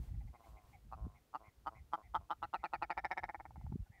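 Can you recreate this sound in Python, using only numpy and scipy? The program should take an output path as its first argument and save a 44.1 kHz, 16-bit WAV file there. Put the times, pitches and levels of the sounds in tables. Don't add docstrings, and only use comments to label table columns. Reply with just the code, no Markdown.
import sys
import numpy as np
from scipy import signal
from scipy.fft import rfft, irfft, next_fast_len
from scipy.io import wavfile
from scipy.ndimage import uniform_filter1d, map_coordinates

SR = 44100
rng = np.random.default_rng(int(sys.argv[2]) if len(sys.argv) > 2 else 0)


def unload_audio(sound):
    columns = np.transpose(np.atleast_2d(sound))
    steps = np.round(np.clip(columns, -1, 1) * 32767)
    wavfile.write(sys.argv[1], SR, steps.astype(np.int16))


def gain_from_decibels(decibels):
    exponent = np.asarray(decibels, float) / 20
    return 10 ** exponent


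N = 176400

# time_s, level_db
WIND = [(0, -47), (.06, -45.5), (.14, -49), (.28, -53), (.42, -62.5), (.5, -64.5), (.86, -60.5),
        (1.05, -45.5), (1.2, -67), (1.38, -76.5), (1.5, -63.5), (1.9, -58), (1.98, -81), (2.1, -52.5),
        (2.4, -68), (3.34, -60), (3.7, -46.5), (4, -67)]
# middle_s, level_db, pitch_hz, phase_cycles
THUMPS = [(.01, -38, 50.6, 0.48), (0.09, -45, 46.7, 0.47), (0.147, -40.5, 83.6, 0.017), (.2, -47, 68, .1),
          (0.254, -50.5, 107, .02), (.263, -41, 59.6, 0.47), (1.068, -41, 204, 0.017),
          (1.485, -54.5, 90, .02), (3.58, -48, 146, 0.023), (3.642, -42, 108, 0.67),
          (3.675, -39.5, 75, 0.67), (3.701, -42.5, 119, .5), (3.724, -36, 170, 0.13),
          (3.742, -35, 108, 0.49), (3.7585, -32.5, 182, .01), (3.801, -37.5, 90, .5),
          (3.82, -39, 46.7, 0.59), (3.904, -49.5, 97.5, .02)]
# pitch_hz, level_db
RUMBLE = [(15, -36), (30, -15), (55, 4.5), (110, -8), (200, -20), (350, -37), (500, -100), (900, -120)]
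# pitch_hz, level_db
HISS = [(300, -3), (800, -9), (1500, -14.5), (3000, -17), (6000, -20), (10500, -22.5), (15500, -21.5)]
# time_s, extra_level_db
RUSTLES = [
    (0.039, 6.5),
    (0.481, 5),
    (.7, 4),
]
# start_s, length_s, upper_level_db, lower_level_db, pitch_factor
FAR_CALLS = [(0.03, 0.0085, -76, -60, .98), (.079, 0.016, -74, -66.5, 0.92), (0.134, 0.022, -71, -64, 0.92),
             (0.202, 0.018, -69.5, -61, 0.94), (0.271, 0.017, -69, -60.5, 0.95),
             (.34, .03, -66.5, -59.5, 0.97), (0.433, 0.026, -68.5, -58, 0.98),
             (0.562, 0.034, -65.5, -58, 1), (.726, 0.035, -63, -57.5, 1.01),
             (1.143, .047, -69, -69.5, 0.99), (1.431, 0.07, -65, -74, .98), (1.744, 0.058, -63, -68, 0.98),
             (2.025, 0.055, -66, -64.5, 0.954), (2.586, .041, -67.5, -70, 0.97),
             (2.928, 0.031, -73, -71, 0.82), (3.562, 0.087, -76, -66, 0.94), (3.857, 0.021, -70, -66, 0.68),
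             (3.914, 0.084, -62.5, -66.5, 0.92)]
FAR_WIDTHS = [90, 133, 200]
# start_s, length_s, level_db, pulse_rate_hz
GROWLS = [
    (0.331, 0.036, -54, 121.4),
    (0.388, 0.053, -57, 115.5),
    (0.452, 0.076, -56.5, 112),
    (0.523, 0.21, -57.5, 108.6),
    (0.967, 0.21, -53.5, 110.5),
    (1.396, .1, -54.5, 110.3),
    (1.705, 0.084, -54, 111.5),
    (1.968, 0.058, -49, 108.6),
    (2.191, 0.071, -60.5, 99.8),
]
# pitch_hz, level_db, width_hz
THROAT = [(303.7, 5, 290), (696, 4, 85), (1043, 1, 83), (1400, -6, 250), (2150, -30, 530)]
# start_s (first full pulse), peak_level_db
NOTES = [(0.924, -36), (1.347, -29.5), (1.669, -27), (1.934, -26.5), (2.145, -23.5), (2.305, -26.5),
         (2.427, -28), (2.537, -27.5), (2.639, -28.5), (2.735, -29.5), (2.823, -28.5), (2.903, -30),
         (2.976, -32.5), (3.046, -32.5), (3.112, -32), (3.175, -33), (3.234, -35), (3.29, -37.5),
         (3.345, -39.5), (3.399, -42), (3.453, -43), (3.507, -54), (3.558, -50.5), (3.612, -53.5),
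         (3.665, -50.5), (3.724, -50)]
# time_s, pulse_rate_hz, beak_opening (0-1), note_length_s,
# lead_in_level_db, first_pulse_held_back_db
POSTURE = [(.95, 131.3, 0.17, 0.03, -15, 2.5), (1.355, 152, 0.09, 0.025, -10.5, 4),
           (1.653, 165, 0.09, 0.026, -11.5, 3), (1.923, 168.1, 0.04, 0.028, -12.5, 0.5),
           (2.145, 183.3, 0.04, 0.036, -25, 7.5), (2.298, 171.5, 0.08, 0.034, -14.5, 2),
           (2.424, 173.8, 0.28, 0.033, -19.5, 2), (2.547, 182, 0.36, 0.033, -18.5, 1),
           (2.65, 178.9, 0.56, 0.032, -13, 0.5), (2.845, 180.9, 0.69, 0.031, -14, 2.5),
           (2.999, 192, 0.94, 0.03, -14.5, 1), (3.216, 191, 1, 0.029, -12, 4),
           (3.354, 170, 1, 0.018, -18, 2.5), (3.444, 170, 0.98, 0.017, -20, 3),
           (3.518, 131, 0.96, 0.01, -43, 1), (3.558, 135, 1, 0.018, -32, -1),
           (3.609, 132.7, 1, 0.0094, -22, 1), (3.73, 170, 0.94, 0.0055, -12.5, 3.5)]
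# shut_pitch_hz, open_pitch_hz, shut_level_db, open_level_db, width_hz, open_glide_hz_per_s
WINDPIPE = [(170, 150, -30.5, -24, 63, -3), (321, 337, -21.5, -13.5, 76.5, 0), (900, 867, 2, 8, 119, -3500),
            (1288, 1380, 0, -5, 146, 2006), (1444, 1600, -20, -13.5, 144, 1000),
            (2100, 1872, -23, 2.5, 120, -2500), (3435, 2346, -21, -0.5, 121, -4000),
            (2390, 3160, -25, -19, 250, -3000), (3550, 4040, -41, -15.5, 187, -2500),
            (5230, 6360, -22, -39, 360, 0)]
# time_s, tone_factor, top_tone_factor, top_tone_level_db
NECK = [(.92, 0.82, 0.77, 5), (1.35, 0.86, .845, 4.5), (1.67, 0.92, 0.87, 3.5), (1.93, 0.95, 0.91, -4),
        (2.2, 0.94, 0.98, -12)]
# time_s, level_db
EFFORT = [(.92, -1.5), (1.93, 0.3), (2.15, 4), (2.31, 5), (2.43, 1), (2.64, 0.4), (3.12, 1), (3.24, -0.5),
          (3.3, -10.5), (3.45, -9)]
# pitch_hz, level_db
RASP = [(1800, -59), (3000, 5), (5000, 10), (7000, 1.5), (12000, 0.5), (16000, -3.5)]


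def unit(x):
    return x / np.sqrt(np.mean(x ** 2) + 1e-20)


def wobble(rate):
    knots = rng.standard_normal(int(N * rate / SR) + 4)
    return map_coordinates(knots, [np.arange(N) * rate / SR])


def coloured(points):
    f, db = np.transpose(points)
    hz = np.fft.rfftfreq(N, 1 / SR) + 1
    colour = gain_from_decibels(np.interp(np.log(hz), np.log(f), db))
    return unit(irfft(rfft(rng.standard_normal(N)) * colour, N))


def read(table, times):
    at, *columns = np.transpose(table)
    return [np.interp(times, at, c) for c in columns]


def column(x):
    return x.reshape(-1, 1)


def ring(s, hz, db, wide_hz, cycles):
    at = np.ceil(s * SR).astype(int)[:, None] + np.arange(900)
    t = (at / SR - s[:, None])[:, None]
    hz, db, wide_hz = (np.asarray(v)[..., None] for v in (hz, db, wide_hz))
    flip = (-1.) ** np.arange(hz.shape[-2])[:, None]
    softest_s = 0.0003
    swell = (1 - np.exp(-t / (cycles / hz + softest_s))) ** 2
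    shape = gain_from_decibels(db) * np.exp(-np.pi * np.abs(wide_hz) * t) * swell
    tones = flip * shape * np.sin(2 * np.pi * hz * t)
    return np.bincount(at.ravel(), tones.sum(1).ravel(), N + SR)[:N]


def echoes(x, t60):
    t = np.arange(SR // 2) / SR
    tail = rng.standard_normal(len(t)) * gain_from_decibels(-60 * t / t60)
    return signal.fftconvolve(x, tail / np.linalg.norm(tail))[:N]


def wind():
    t = np.arange(N) / SR
    lumps_db = 5.9 * wobble(15) + 3.1 * wobble(40)
    buffet = gain_from_decibels(read(WIND, t)[0]) * unit(gain_from_decibels(lumps_db) * coloured(RUMBLE))
    for s, db, hz, phase in THUMPS:
        u = (t - s) * hz
        wave = np.cos(2 * np.pi * (u + phase)) + 0.23 * np.cos(2 * np.pi * 2 * (u + phase))
        buffet = buffet - gain_from_decibels(db) * wave * np.exp(-(u / np.where(u < 0, 0.65, 0.75)) ** 2)
    rustle_db = sum(db * np.exp(-((t - s) / 0.06) ** 2) for s, db in RUSTLES)
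    hiss_db = -76 + rustle_db + 0.69 * wobble(2.27)
    return buffet * np.minimum(t / 0.0017, 1) + gain_from_decibels(hiss_db) * coloured(HISS)


def far_birds():
    pulse_rate_hz, low_hz, high_hz, arch_rise, roughness = 190.3, 797, 1880, 0.16, 0.1
    s, length, high_db, low_db, pitch = (c[:, None] for c in np.transpose(FAR_CALLS))
    chance = rng.standard_normal((len(s), 2, 24))
    t = (np.arange(24) + 0.5 + roughness * chance[:, 0]) / pulse_rate_hz
    on = t < length
    arch = np.sin(np.pi * np.clip(t / length, 0.02, 0.98))
    bend = arch ** (9 * length)
    swell_db = 20 * np.log10(arch) * 0.31 + 0.57 * chance[:, 1]
    lower_hz = low_hz * (1.05 - 0.16 * t / length)
    upper_hz = pitch * high_hz * (1 + arch_rise * bend)
    top_hz = 1.13 * pitch * high_hz * (1 + 1.15 * arch_rise * bend)
    hz = np.stack([lower_hz, upper_hz, top_hz], -1)
    db = np.stack([low_db + swell_db, high_db + swell_db, high_db + swell_db - 8], -1) + 9.5
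    calls = ring((s + t)[on], hz[on], db[on], FAR_WIDTHS, cycles=2.25)
    return calls + gain_from_decibels(-9.5) * echoes(calls, t60=0.15) + gain_from_decibels(-30) * echoes(calls, t60=0.6)


def growls():
    sag_hz_per_s, rise_s, end_s, fall_db, scatter_db = 65, 0.01, 0.013, 6.5, 2
    s, length, db, rate = (c[:, None] for c in np.transpose(GROWLS))
    chance = rng.standard_normal((len(s), 2, 24))
    u = np.arange(24) / rate
    t = u + sag_hz_per_s / rate * u ** 2 / 2 + 0.0001 * chance[:, 0]
    edge_db = -14 * np.maximum(1 - t / rise_s, 0) - 9 * np.maximum(1 - (length - t) / end_s, 0)
    level_db = db + edge_db - fall_db * np.abs(t / 0.057) ** 0.5 + scatter_db * chance[:, 1]
    on = t < length
    hz, tone_db, wide_hz = np.transpose(THROAT)
    tone_db = tone_db - 12 * (hz < 900) * (t / length)[on][:, None] ** 2
    return -ring((s + t)[on], hz[None], level_db[on][:, None] + tone_db, wide_hz, cycles=0.078)


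def notes():
    s, peak_db = np.transpose(NOTES)
    rate, beak, length, lead_db, held_db = (c[:, None] for c in read(POSTURE, s))
    k = np.arange(-2, 9)

    def each_pulse(x):
        return np.repeat(x, len(k))[:, None]

    chance = rng.standard_normal((len(s), 2, len(k)))
    slack = 0.0308
    gaps = (1 + slack * (k - 2.3) ** 2 + 0.019 * chance[:, 0]) / rate
    t = np.cumsum(gaps, 1) - gaps[:, :3].sum(1, keepdims=True)

    step_db, fall_db, cut_db = 6, 6, 36.5
    fade_db = -step_db * (k > 1) * (0.16 + 0.67 * beak) - fall_db * t / length
    fade_db = fade_db - cut_db * np.abs(t / length) ** 7
    fade_db = fade_db - held_db * ((k == 0) + 0.14 * (k == 1))
    loss_db = np.where(k < 0, lead_db * np.where(k < -1, 2.6, 1), fade_db) + 0.9 * chance[:, 1]

    opens_per_s = 6.9
    opening = beak + opens_per_s * t * np.minimum(1.5 * beak, 1 - beak) * 4
    opening = column(np.clip(opening, 0, 1))
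    shut_hz, open_hz, shut_db, open_db, wide_hz, glide = np.transpose(WINDPIPE)
    neck, top, top_db = (each_pulse(c) for c in read(NECK, s))
    neck_factor = np.where(shut_hz > 5000, top, np.where(shut_hz > 2500, neck, np.sqrt(neck)))
    hz = shut_hz + (open_hz - shut_hz) * opening + glide * opening * column(np.clip(t, 0, 0.04))
    hz = hz * neck_factor

    mouth_shut_hz, mouth_open_hz, mouth_rise_hz, mouth_rise_s = 3400, 5200, 1110, 0.013
    mouth_db, mouth_wide_hz = -10, 287
    rise = np.minimum(0.14 + 7 * beak, 1 - 0.053 * beak) * (1 - np.exp(-t / mouth_rise_s))
    mouth_hz = mouth_shut_hz + (mouth_open_hz - mouth_shut_hz) * beak ** 2 + mouth_rise_hz * rise
    hz = np.hstack([hz, column(np.maximum(mouth_hz, 2000)) * neck])
    tone_db = shut_db + (open_db - shut_db) * opening ** 2 + top_db * (shut_hz > 5000)
    tone_db = np.hstack([tone_db, mouth_db - 6 * (1 - opening) - 90 * (1 - top)])

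    dulls_db, damps_db_per_s = 0.78, 128
    dull_db = dulls_db * np.minimum(peak_db[:, None] + 33, 0) * 1.2 - 15 * (k < 0)
    dull_db = dull_db + 0.6 * loss_db * np.maximum(1 - 3 * beak, 0)
    tone_db = tone_db + (hz > 1600) * column(dull_db)
    tone_db = tone_db - (hz < 1000) * damps_db_per_s * column(np.maximum(t, 0))

    first_dull_db, late_dull_db = 6.5, 2.5
    upper_dull_db = first_dull_db * (k < 1) + late_dull_db * np.maximum(k - 1, 0)
    tone_db = tone_db - (hz > 2600) * np.tile(upper_dull_db, len(s))[:, None]
    tone_db = tone_db + (hz > 2600) * each_pulse(read(EFFORT, s)[0])
    tone_db = tone_db + (hz > 1150) * (hz < 1900) * each_pulse(np.minimum(peak_db + 40, 0)) * 0.6

    pitch_scatter, scatter_db = 0.01, 1.3
    scatter = rng.standard_normal((2,) + hz.shape)
    db = column(peak_db[:, None] + loss_db) + tone_db + scatter_db * scatter[1] + 1.5
    hz = hz * (1 + pitch_scatter * scatter[0])
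    return ring((s[:, None] + t).ravel(), hz, db, np.append(wide_hz, mouth_wide_hz), cycles=0.28)


def rasp(voice):
    strength = uniform_filter1d(np.abs(np.diff(voice, prepend=0)), size=60) * 8
    return gain_from_decibels(-37) * strength * coloured(RASP)


def scene():
    voice = notes()
    bird = voice + rasp(voice) + growls()
    return (bird + gain_from_decibels(-25.5) * echoes(bird, t60=0.13) + far_birds() + wind())[None]


def roll_off(x):
    return signal.sosfilt(signal.butter(12, 15710, fs=SR, output="sos"), x)


def record(dry):
    top_hz = 15750
    m = next_fast_len(N + SR // 2)
    kept = np.fft.rfftfreq(m, 1 / SR) < top_hz
    mix = irfft(rfft(dry, m) * kept, m)[:, :N]
    return roll_off(mix)


dry = scene()
out = record(dry)
unload_audio(out)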